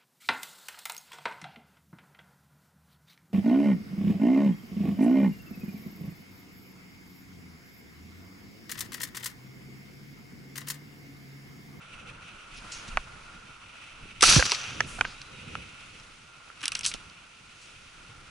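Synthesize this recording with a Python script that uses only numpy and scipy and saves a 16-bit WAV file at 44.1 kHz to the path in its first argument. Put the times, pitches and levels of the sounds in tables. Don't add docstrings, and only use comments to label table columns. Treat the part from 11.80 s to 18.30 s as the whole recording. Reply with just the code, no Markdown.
import sys
import numpy as np
from scipy import signal
from scipy.fft import rfft, irfft
from scipy.io import wavfile

SR = 44100
rng = np.random.default_rng(int(sys.argv[2]) if len(sys.argv) > 2 else 0)


def makeup_ratio(level_db):
    decades = np.asarray(level_db, float) / 20
    return 10 ** decades


def log_audio(samples):
    frames = np.atleast_2d(samples).T
    limited = np.clip(frames, -1, 1)
    pcm = np.round(limited * 32767).astype(np.int16)
    wavfile.write(sys.argv[1], SR, pcm)


N = 286650
BLAST_S = 2.4225

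# [f/Hz, level/dB per Hz]
RATTLE = [(1650, -55), (2800, -8), (4090, -1), (4560, -1), (5290, -2), (5830, 2), (7080, -6.5),
          (9640, -15.5), (11000, -12), (14300, -46), (22000, -120)]
RING = [(210, -57), (350, -11.5), (460, -13.5), (497, -6), (538, -9), (1030, -7.5), (1340, 0.5),
        (2010, -8.5), (2660, 2), (3600, -6.5), (4680, -22), (7920, -120)]
SHAKE = [(10, -23), (32, -6), (60, -10), (130, -11.5), (300, -14), (500, -32)]
SNAP = [(470, -55), (800, -59), (1320, -12), (1740, -48), (1970, -5), (5630, -1), (6720, -16.5),
        (8360, -13), (11000, -14.5), (14300, -58), (22000, -120)]
AIR = [(180, -11), (300, -8.5), (929, -3), (1370, -1.5), (1670, -4), (2100, -0.5), (2630, 2), (4130, -12.5),
       (5930, -22), (11000, -18.5), (14300, -64), (22000, -120)]
BUFFET = [(35, -27), (60, -0.5), (129, 2), (408, -12.5), (500, -9.5), (650, -19), (1100, -120)]
GUST = [(8, -6), (25, 6), (55, -4.5), (90, -47)]
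SWISH = [(1470, -12.5), (2500, -2), (4110, -9), (6180, -11), (7350, -15), (10100, -18), (11000, -20),
         (14300, -63), (22000, -120)]
AFTER_RING = RING[:-2] + [(6500, -16.5), (11000, -17.0)]
# [f/Hz, width/Hz, gain/dB]
HOUSING = [(1394, 178, 8.5), (2560, 620, -3.5), (5900, 470, 7)]
RATTLE_CAVITIES = [(6050, 500, -5.0), (4630, 300, -9.0)]
SNAP_CAVITIES = [(2700, 640, 1.1), (6040, 280, 2.6), (7980, 480, 4.7)]
# [f/Hz, likeness from 0 to 1; below 0 counts as 0]
AIR_LIKENESS = [(60, 1), (130, 0.93), (270, 0.85), (580, -0.45), (1220, 0.62), (2600, 0.43), (5520, 0.46),
                (11700, 0.37)]
ROAR_LIKENESS = [(60, 0.71), (130, 0.7), (270, 0.39), (580, 0.25), (1220, 0.94), (2600, 0.51), (5520, 0.89),
                 (11700, 0.52)]
GUST_LIKENESS = [(20, 1.0), (60, 0.95)]
SNAP_LIKENESS = [(900, 1.0), (5000, 0.97)]
# [f/Hz, left over right/dB]
AIR_BALANCE = [(60, -1), (110, -0.5), (190, -3.5), (350, -0.5), (630, -1), (1120, -2.5), (2020, 0),
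               (3630, -2.5), (6530, -1.5), (11700, -0.5)]
ROAR_BALANCE = [(60, -2), (110, -1), (190, -13.5), (350, -11.5), (630, 1.5), (1120, -4), (2020, -1.5),
                (3630, -0.5), (6530, 0), (11700, 0.5)]
SNAP_BALANCE = [(900, -0.73), (9000, 0.86)]
# held level/dB, hold/s, fall/dB per s, tail level/dB,
# tail fall/dB per s, sag while held/dB per s
RATTLE_ROAR = (-16.5, 0.15, 143, -23, 52.5, 31)
RING_ROAR = (-25, 0.155, 150, -28, 33, 5)
SHAKE_ROAR = (-37.5, .18, 190, -60, 15, 0)
# [delay/s, lift/dB]
ECHOES = [
    (0.236, 5.7),
    (0.309, 5.8),
]
# [t/s, f/Hz, level/dB]
THUMP = [
    (2.5642, 168, -9.5),
    (2.572, 150, -12.5),
    (2.577, 128, -14.5),
    (2.582, 92, -17.5),
    (2.589, 62, -17),
    (2.598, 50, -20),
    (2.612, 40, -36),
    (2.64, 38, -60),
]
# [t/s, peak level/dB]
CRACKS = [(2.4271, -7), (2.4279, -8), (2.4288, -9), (2.4352, -10), (2.4384, -12), (2.4425, -11),
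          (2.4622, -8), (2.4736, -12), (2.4794, -11), (2.4857, -19), (2.4892, -18), (2.502, -7),
          (2.5066, -16), (2.5259, -7), (2.5355, -17), (2.5436, -12), (2.5576, -19), (2.6012, -14),
          (2.6547, -14), (2.665, -20), (2.6961, -16), (2.7354, -26), (2.8034, -28.5), (2.84, -25)]
# [t/s, peak level/dB, main ring f/Hz, upper mode level/dB, contact/ms]
KNOCKS = [(1.117, -36, 2900, -6, 1.4), (2.427, -6, 1270, -15, 2), (2.4348, -7, 1335, -9, 4),
          (2.48, -16.5, 1330, 0, 1.1), (2.511, -10, 1440, -3, 3.3), (2.593, -14, 1600, -3, 3),
          (2.624, -5.5, 1550, 0, 1.6), (3.752, -17, 1340, 3.5, 1.3), (1.1708, -4.5, 1230, 5, 0.38),
          (3.0039, -5.5, 1740, -1, 1.25), (3.0053, -9, 1880, -6, 0.92), (3.189, -23, 1450, -21, 1.1),
          (3.2087, -5.5, 1460, 0, 0.36), (3.21, -8, 1390, 5, 0.93), (3.2495, -14.5, 1530, -1.5, 2.7),
          (3.01, -33, 1350, -7.5, 1.7), (3.2452, -24, 1000, 9, 0.97), (3.0068, -22, 1800, -10, .4),
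          (3.212, -16, 1440, 7, 0.46), (3.2165, -26, 1150, -8, 1.2), (1.1738, -19, 1480, -3, 2.9),
          (1.177, -28, 1100, -10, 2.5), (3.1845, -30, 750, -9, 0.9), (2.7185, -18, 980, -2, 2),
          (4.7, -34, 1350, -3, 1.0)]
# [f/Hz, level/dB, time to fall 60 dB/s, lag at the right port/ms]
STOCK = [(702, -6.5, 0.0098, 0.26), (1314, -19.5, 0.026, 0.01), (2480, -1, 0.0059, 0.06),
         (3220, -5, 0.0033, 0.054), (1910, -13.5, 0.015, 0.16), (4540, -15.5, 0.0039, 0.05),
         (6130, -16.5, 0.005, 0.053), (8240, -28, 0.0029, 0.026)]
# [t/s, peak level/dB, f/Hz, left over right/dB, time to fall 60 dB/s]
BUMPS = [(0.779, -44, 244, -4, 0.032), (1.085, -37, 199, 0, 0.027), (2.256, -35, 400, -4, 0.0063),
         (2.427, -18, 458, 1, 0.018), (2.428, -25, 220, 2, 0.028), (2.482, -22.5, 344, 2, 0.016),
         (2.565, -11.5, 259, -13, 0.021), (2.562, -18.5, 644, -3, 0.017), (2.578, -18, 332, -5, 0.026),
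         (2.592, -22.5, 511, -8, 0.046), (2.72, -29.5, 406, -5, 0.027), (4.834, -43.5, 295, -2, 0.049),
         (5.146, -30.5, 730, -7, 0.015), (5.145, -34.5, 303, -3, 0.0082), (1.1712, -27, 476, -4, 0.017),
         (3.005, -28.5, 424, -1, 0.0165), (3.209, -29, 463, -5, 0.014), (3.753, -39, 455, -3, 0.013)]
# [t/s, peak level/dB, left over right/dB, time to fall 60 dB/s, treble/dB]
ACTION = [
    (2.4072, -17.5, 3, 0.061, 5),
    (2.4081, -16, 5, .012, 1),
    (2.4213, -7.5, -14, 0.019, 7),
    (2.426, -0.5, 10, 0.015, 13),
    (2.4348, -2.5, -6, 0.037, 8),
    (2.7099, -12, 2, 0.064, -10),
    (2.7176, -0.5, -2.1, 0.0065, -1),
    (2.7452, -15, 6, 0.047, -8),
    (3.4154, -22.5, -1, 0.011, -9),
    (3.4239, -35, 2, 0.010, -14),
]
# [t/s, peak level/dB, after-ring level/dB, time to fall 60 dB/s, treble/dB]
BUCKLE = [(.921, -26, -11, 0.0095, 0), (.928, -32, -7, .016, -2), (4.198, -34.5, 3, 0.02, -12),
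          (4.8065, -33, 10, 0.014, 2), (4.8137, -28, 11, 0.007, -4), (4.84, -28, 6, 0.0085, 7),
          (4.867, -27, -2, .006, -3), (4.8875, -28, -5, .008, 8), (5.0615, -13, -4, 0.006, 8),
          (5.119, -32, 0, 0.011, -8), (4.828, -22, 19, 0.021, 8.5), (4.8365, -24, 8, 0.01, 7),
          (4.8545, -9.5, 0, 0.015, 3), (4.8789, -8.5, -1, 0.0099, 5.5), (4.918, -14.5, 8, 0.013, 6),
          (4.9295, -31, -8, 0.017, 11), (4.9503, -9.5, -0.5, 0.0094, 3), (4.9527, -13, 8, 0.0041, -3),
          (4.965, -26.5, -8, 0.086, 2.1), (4.9907, -15, 5, 0.0081, 8.5), (5.008, -21.5, 0, 0.014, 6),
          (5.032, -20.5, -9, 0.051, -11), (5.0448, -17, 3, 0.025, -3), (5.051, -7, -8, 0.013, 3),
          (5.0617, -4.5, -1.5, 0.011, 7.5), (5.1142, -19, 2, 0.016, -3), (5.1382, -16, 2, 0.014, 4.5),
          (5.2978, -31.5, 11, 0.009, -14)]
# [t/s, level/dB, length/s, lowest f/Hz, highest f/Hz]
SCUFFS = [(0.747, -57, 0.011, 5000, 7200), (0.762, -50.5, 0.063, 2960, 6200),
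          (0.769, -58, 0.026, 9300, 10300), (0.917, -39, 0.047, 4030, 7960),
          (0.947, -48.5, 0.11, 5030, 6750), (1.077, -44.5, 0.03, 1800, 6960),
          (2.65, -44, 0.021, 3000, 10800), (3.064, -49.5, 0.23, 4870, 11000),
          (3.244, -47, 0.13, 2220, 5800), (4.832, -34, 0.019, 1510, 3770), (5.041, -36, 0.011, 2000, 10900),
          (5.058, -29.5, 0.06, 3600, 9600), (5.144, -45, 0.024, 2500, 6500),
          (5.812, -55.5, 0.078, 3970, 8400)]
# [t/s, air level/dB, extra brightness facing the wind/dB]
BREEZE = [(0.0, -54.5, 3.5), (.3, -53.5, 4), (.76, -53.5, 1.9), (1.1, -48.5, -2.5), (1.3, -52.5, -3),
          (1.7, -55, 1.1), (2.05, -55, 5.5), (2.35, -56.5, 4.5), (2.9, -54.5, 8), (3.19, -49.5, -1.3),
          (3.4, -54.5, 1.5), (3.72, -54.5, 5), (3.95, -55, 7), (4.45, -58.5, -0.5), (5.05, -54, 4),
          (5.5, -58, -0.5), (5.85, -60.5, 4.5), (6.5, -55.5, -4.5)]
# [t/s, buffet level/dB, deep push level/dB, half width/s]
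GUSTS = [(.24, -55, -62, 0.17), (.55, -61, -69, 0.032), (.82, -56, -48, 0.095), (1.13, -54.5, -45.5, 0.12),
         (1.45, -61.5, -58, 0.29), (2.3, -62, -59, 0.17), (2.485, -40, -41, 0.033), (3.05, -48, -60, 0.2),
         (3.25, -57.5, -54, 0.17), (3.7, -46.5, -70, 0.16), (4.1, -61, -68, 0.11), (5.12, -61, -57.5, 0.15),
         (6.35, -63, -64, 0.27)]
# [t/s, peak level/dB, rise/s per 10 dB, fall/s per 10 dB]
MOVES = [
    (.97, -50.5, 0.19, 0.21),
    (1.4, -63, 0.16, 0.7),
    (3.0, -55.5, 0.41, 0.86),
    (4.15, -63.5, 0.31, 0.5),
    (5.15, -58, 0.36, 0.12),
    (5.83, -60, 0.45, 3),
]
# [t/s, f/Hz, level/dB]
BIRD = [
    [(3.335, 3820, -70), (3.355, 3720, -57), (3.405, 3950, -61), (3.43, 3880, -59), (3.485, 4030, -63),
     (3.505, 3930, -70)],
    [(3.52, 3900, -75), (3.535, 3870, -59), (3.565, 3810, -61), (3.585, 3640, -59), (3.61, 3600, -62),
     (3.616, 3600, -80), (3.62, 3900, -80), (3.626, 3900, -61), (3.655, 3960, -62), (3.69, 3780, -66)],
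]


def shot():
    shudder, crackle = drift(93), drift(35)
    crackles_per_s, crackle_db, dulling_db_per_s = 200, 15, 23
    is_crackle = rng.random(N) < crackles_per_s / SR
    spikes = makeup_ratio(crackle_db + rng.normal(0, 4, N)) * rng.choice([-1, 1], N) * is_crackle
    grit = gritty(2.2) + spikes * [[1], [.3]]
    rattle = coloured(grit, RATTLE, ROAR_LIKENESS, ROAR_BALANCE, RATTLE_CAVITIES)
    late_s = np.clip(np.arange(N) / SR - BLAST_S, 0, .3)
    rattle = rattle + (makeup_ratio(5.0 - dulling_db_per_s * late_s) - 1) * band(rattle, 6660, 14000)
    rattle = roar(*RATTLE_ROAR) * makeup_ratio(1.5 * shudder + 1.0 * crackle) * rattle

    cavity = coloured(gritty(3.0), RING, ROAR_LIKENESS, ROAR_BALANCE)
    cavity = roar(*RING_ROAR) * makeup_ratio(1.0 * shudder + 1.5 * drift(71) + 1.2 * drift(25)) * cavity
    shake = coloured(gritty(0), SHAKE, ROAR_LIKENESS, AIR_BALANCE)
    shake = roar(*SHAKE_ROAR) * makeup_ratio(2.5 * drift(30)) * shake
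    thump = glide(THUMP) * makeup_ratio([[-2.5], [2.2]])
    return rattle + cavity + shake + thump


def roar(held_db, hold_s, fall, tail_db, tail_fall, sag):
    t = np.arange(N) / SR - BLAST_S
    swell_s, swell_db, echo_width_s = .03, 2.5, 0.012
    swelling_db = swell_db * np.maximum(1 - t / swell_s, 0)
    body_db = held_db - sag * t - swelling_db - fall * np.maximum(t - hold_s, 0)
    tail_db = tail_db - tail_fall * t
    lift_db = sum(db * hump(BLAST_S + s, echo_width_s) for s, db in ECHOES)
    return (t >= 0) * np.maximum(makeup_ratio(body_db), makeup_ratio(tail_db)) * makeup_ratio(lift_db)


def cracks():
    out, click = np.zeros((2, N)), np.arange(300) == 0
    tick = click + 0.36 * ring(click, 5100, 0.0023) + 0.15 * ring(click, 2570, 0.0056)
    dulling_hz_per_s = 10000
    for k, (s, peak_db) in enumerate(CRACKS):
        dulled = band(tick, 1880, 11500 - dulling_hz_per_s * (s - BLAST_S))
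        add(out, s - .0001, (-1) ** k * np.array([dulled, dulled]), peak_db, -1.5)
    return out


def knocks():
    out, t = np.zeros((2, N)), np.arange(2600) / SR
    hard_bright_db, dulling_db_per_ms, low_fade_db_per_khz = -11, 4, 10.5
    for s, peak_db, main_hz, upper_db, contact_ms in KNOCKS:
        touch = rng.standard_normal((3, len(t))) * np.exp(-1000 * t / np.clip(contact_ms, .2, 9))
        touch = .35 * (touch[0] + .7 * touch[1:]) - 3.0 * (t == 0)
        modes = [lagged(makeup_ratio(db) * ring(touch, hz, t60), lag_ms) for hz, db, t60, lag_ms in STOCK]
        low, lasting, upper, edge, middle, *metal = modes
        low_gain = makeup_ratio(-low_fade_db_per_khz * (main_hz / 1000 - 1.23))
        body = ring(touch, main_hz, 0.0094 + 0.0038 * contact_ms) + lasting + middle
        body = body - low * low_gain - makeup_ratio(upper_db) * (upper - edge)
        metal_db = hard_bright_db - dulling_db_per_ms * contact_ms + 11.4 * min(main_hz / 1000, 2)
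        metal = makeup_ratio(metal_db) * (metal[0] - metal[1] + metal[2])
        add(out, s + 0.001047, band(body, 250, 3360) + band(metal, 4300, 13000), peak_db, -2.5)
    return out


def bumps():
    out, t = np.zeros((2, N)), np.arange(2600) / SR
    for s, peak_db, hz, pan_db, t60 in BUMPS:
        touch = rng.standard_normal((2, len(t))) * np.exp(-t / 0.0018) + 2.5 * (t == 0)
        add(out, s, ring(ring(touch, hz, t60), hz, t60 / 3), peak_db, pan_db)
    return out


def snaps():
    grit = coloured(gritty(2.06), SNAP, SNAP_LIKENESS, SNAP_BALANCE, SNAP_CAVITIES)
    top = band(grit, 5080, 14800)
    after = coloured(gritty(0.46), AFTER_RING, ROAR_LIKENESS, ROAR_BALANCE)
    out, t = np.zeros((2, N)), np.arange(4000) / SR
    action_ring_db, buckle_pan_db = 3, -0.7
    rows = [(*row, action_ring_db) for row in ACTION]
    rows += [(s, db, buckle_pan_db, t60, top_db, ring_db) for s, db, ring_db, t60, top_db in BUCKLE]
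    for s, peak_db, pan_db, t60, top_db, ring_db in rows:
        at, t60 = round(s * SR), np.clip(t60, .004, .2)
        here = slice(at, at + len(t))
        burst = grit[:, here] + (makeup_ratio(top_db) - 1) * top[:, here]
        burst = burst * makeup_ratio(-60 * t / t60) * (1 - np.exp(-t / 0.00014))
        answer = makeup_ratio(ring_db - 16.0 - 60 * t / (4.57 * t60)) * (1 - np.exp(-t / 0.0021))
        burst += after[:, here] * answer
        add(out, s + .0008, band(burst, 920, 11600), peak_db - 3.5, pan_db)
    return out


def scuffs():
    out, grit = np.zeros((2, N)), gritty(3.0)
    grit = np.array([grit[0] + 0.2 * grit[1], grit[0] - 0.069 * grit[1]])
    for s, level_db, length, low_hz, high_hz in SCUFFS:
        at, size = round(s * SR), round(length * SR)
        swell = np.sin(np.pi * np.linspace(0, 1, size) ** 0.34)
        drag = rms_one(band(grit[:, at:at + size], low_hz, high_hz))
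        out[:, at:at + size] += makeup_ratio(level_db) * swell * drag
    return out


def rustle():
    t = np.arange(N) / SR
    moving = makeup_ratio(-69)
    for s, db, rise, fall in MOVES:
        moving = moving + makeup_ratio(db - 10 * np.maximum((s - t) / rise, (t - s) / fall))
    swish = coloured(gritty(1.5), SWISH, AIR_LIKENESS, ROAR_BALANCE)
    return moving * makeup_ratio(2.5 + 0.85 * drift(45)) * swish


def gusts():
    calm_buffet_db, calm_push_db = -62.5, -67
    buffet = makeup_ratio(calm_buffet_db) + sum(makeup_ratio(db) * hump(s, width) for s, db, _, width in GUSTS)
    push = makeup_ratio(calm_push_db) + sum(makeup_ratio(db) * hump(s, width) for s, _, db, width in GUSTS)
    wind = coloured(gritty(0), BUFFET, AIR_LIKENESS, AIR_BALANCE)
    deep = coloured(gritty(0), GUST, GUST_LIKENESS, AIR_BALANCE)
    wind = buffet * makeup_ratio(-0.5 + 1.73 * drift(26) + 1.8 * drift(4.5)) * wind
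    return wind + push * makeup_ratio(2.5 * drift(5)) * deep


def breeze():
    air_db, facing_db = in_time([BREEZE])
    air = coloured(gritty(0), AIR, AIR_LIKENESS, AIR_BALANCE, HOUSING)
    low = makeup_ratio(air_db + 5.0 + 1.08 * drift(11.6)) * band(air, 204, 2344)
    high = makeup_ratio(air_db + facing_db + 4.0 + 2.0 * drift(12.5)) * band(air, 1740, 10030)
    return low + high


def bird():
    return sum(glide(call) for call in BIRD) * makeup_ratio(1.2 * drift(30) + 1.5)


def rms_one(x):
    return x / np.sqrt(np.mean(x ** 2) + 1e-20)


def in_time(spans):
    s, *columns = np.concatenate(spans).T
    return [np.interp(np.arange(N) / SR, s, c, left=-150, right=-150) for c in columns]


def at_hz(points, hz):
    return np.interp(np.log(hz), np.log(np.array(points)[:, 0]), np.array(points)[:, 1])


def drift(rate):
    r = np.exp(-80 * np.pi * rate / SR)
    slow = signal.lfilter([1], [1, -2 * r, r * r], rng.standard_normal(N // 40 + 2002))[2000:]
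    return np.interp(np.arange(N) / 40, np.arange(len(slow)), rms_one(slow))


def gritty(grit_db):
    return rng.standard_normal((2, N)) * makeup_ratio(grit_db * np.minimum(rng.exponential(1, N), 4))


def coloured(pair, spectrum, likeness, balance, cavities=()):
    hz = np.maximum(np.arange(N // 2 + 1) * SR / N, 1)
    gain = makeup_ratio(at_hz(spectrum, hz))
    for centre_hz, width_hz, gain_db in cavities:
        gain = gain * (1 + makeup_ratio(gain_db) / (1 + (2 * (hz - centre_hz) / width_hz) ** 2))
    alike = np.clip(at_hz(likeness, hz), 0, .99)
    lean = makeup_ratio(at_hz(balance, hz) / 2)
    mid, side = rfft(pair) * gain * np.sqrt([1 + alike, 1 - alike])
    out = irfft(np.array([(mid + side) * lean, (mid - side) / lean]), N)
    return out / np.std(out.mean(0))


def ring(x, hz, t60):
    r, w = makeup_ratio(-60 / (t60 * SR)), 2 * np.pi * hz / SR
    return signal.lfilter([0, np.sin(w)], [1, -2 * r * np.cos(w), r * r], x)


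def lagged(x, lag_ms):
    n = np.arange(x.shape[1])
    return np.array([x[0], np.interp(n - lag_ms * SR / 1000, n, x[1], left=0)])


def glide(rows):
    hz, level_db = in_time([rows])
    return makeup_ratio(level_db) * np.sin(2 * np.pi * np.cumsum(np.maximum(hz, 0)) / SR)


def hump(s, half_width):
    return np.exp(-((np.arange(N) / SR - s) / max(half_width, .005)) ** 2)


def band(x, low_hz, high_hz):
    sos = signal.butter(3, [low_hz, min(high_hz, 14000)], "band", fs=SR, output="sos")
    return signal.sosfilt(sos, x)


def add(out, s, sound, peak_db, pan_db):
    at = round(s * SR)
    gain = makeup_ratio(peak_db + np.array([[.5], [-.5]]) * pan_db)
    out[:, at:at + sound.shape[1]] += sound / np.abs(sound).max() * gain


def scene():
    gun = shot() + cracks() + knocks() + bumps() + snaps()
    return gun + scuffs() + rustle() + gusts() + breeze() + bird()


def top_cut(x):
    return signal.sosfilt(signal.butter(12, 12330, fs=SR, output="sos"), x)


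def record(dry):
    rounded = .95 * np.tanh(dry / .95)
    mix = signal.sosfilt(signal.cheby1(14, .5, 11000, fs=SR, output="sos"), rounded)
    return top_cut(mix)


dry = scene()
out = record(dry)
log_audio(out)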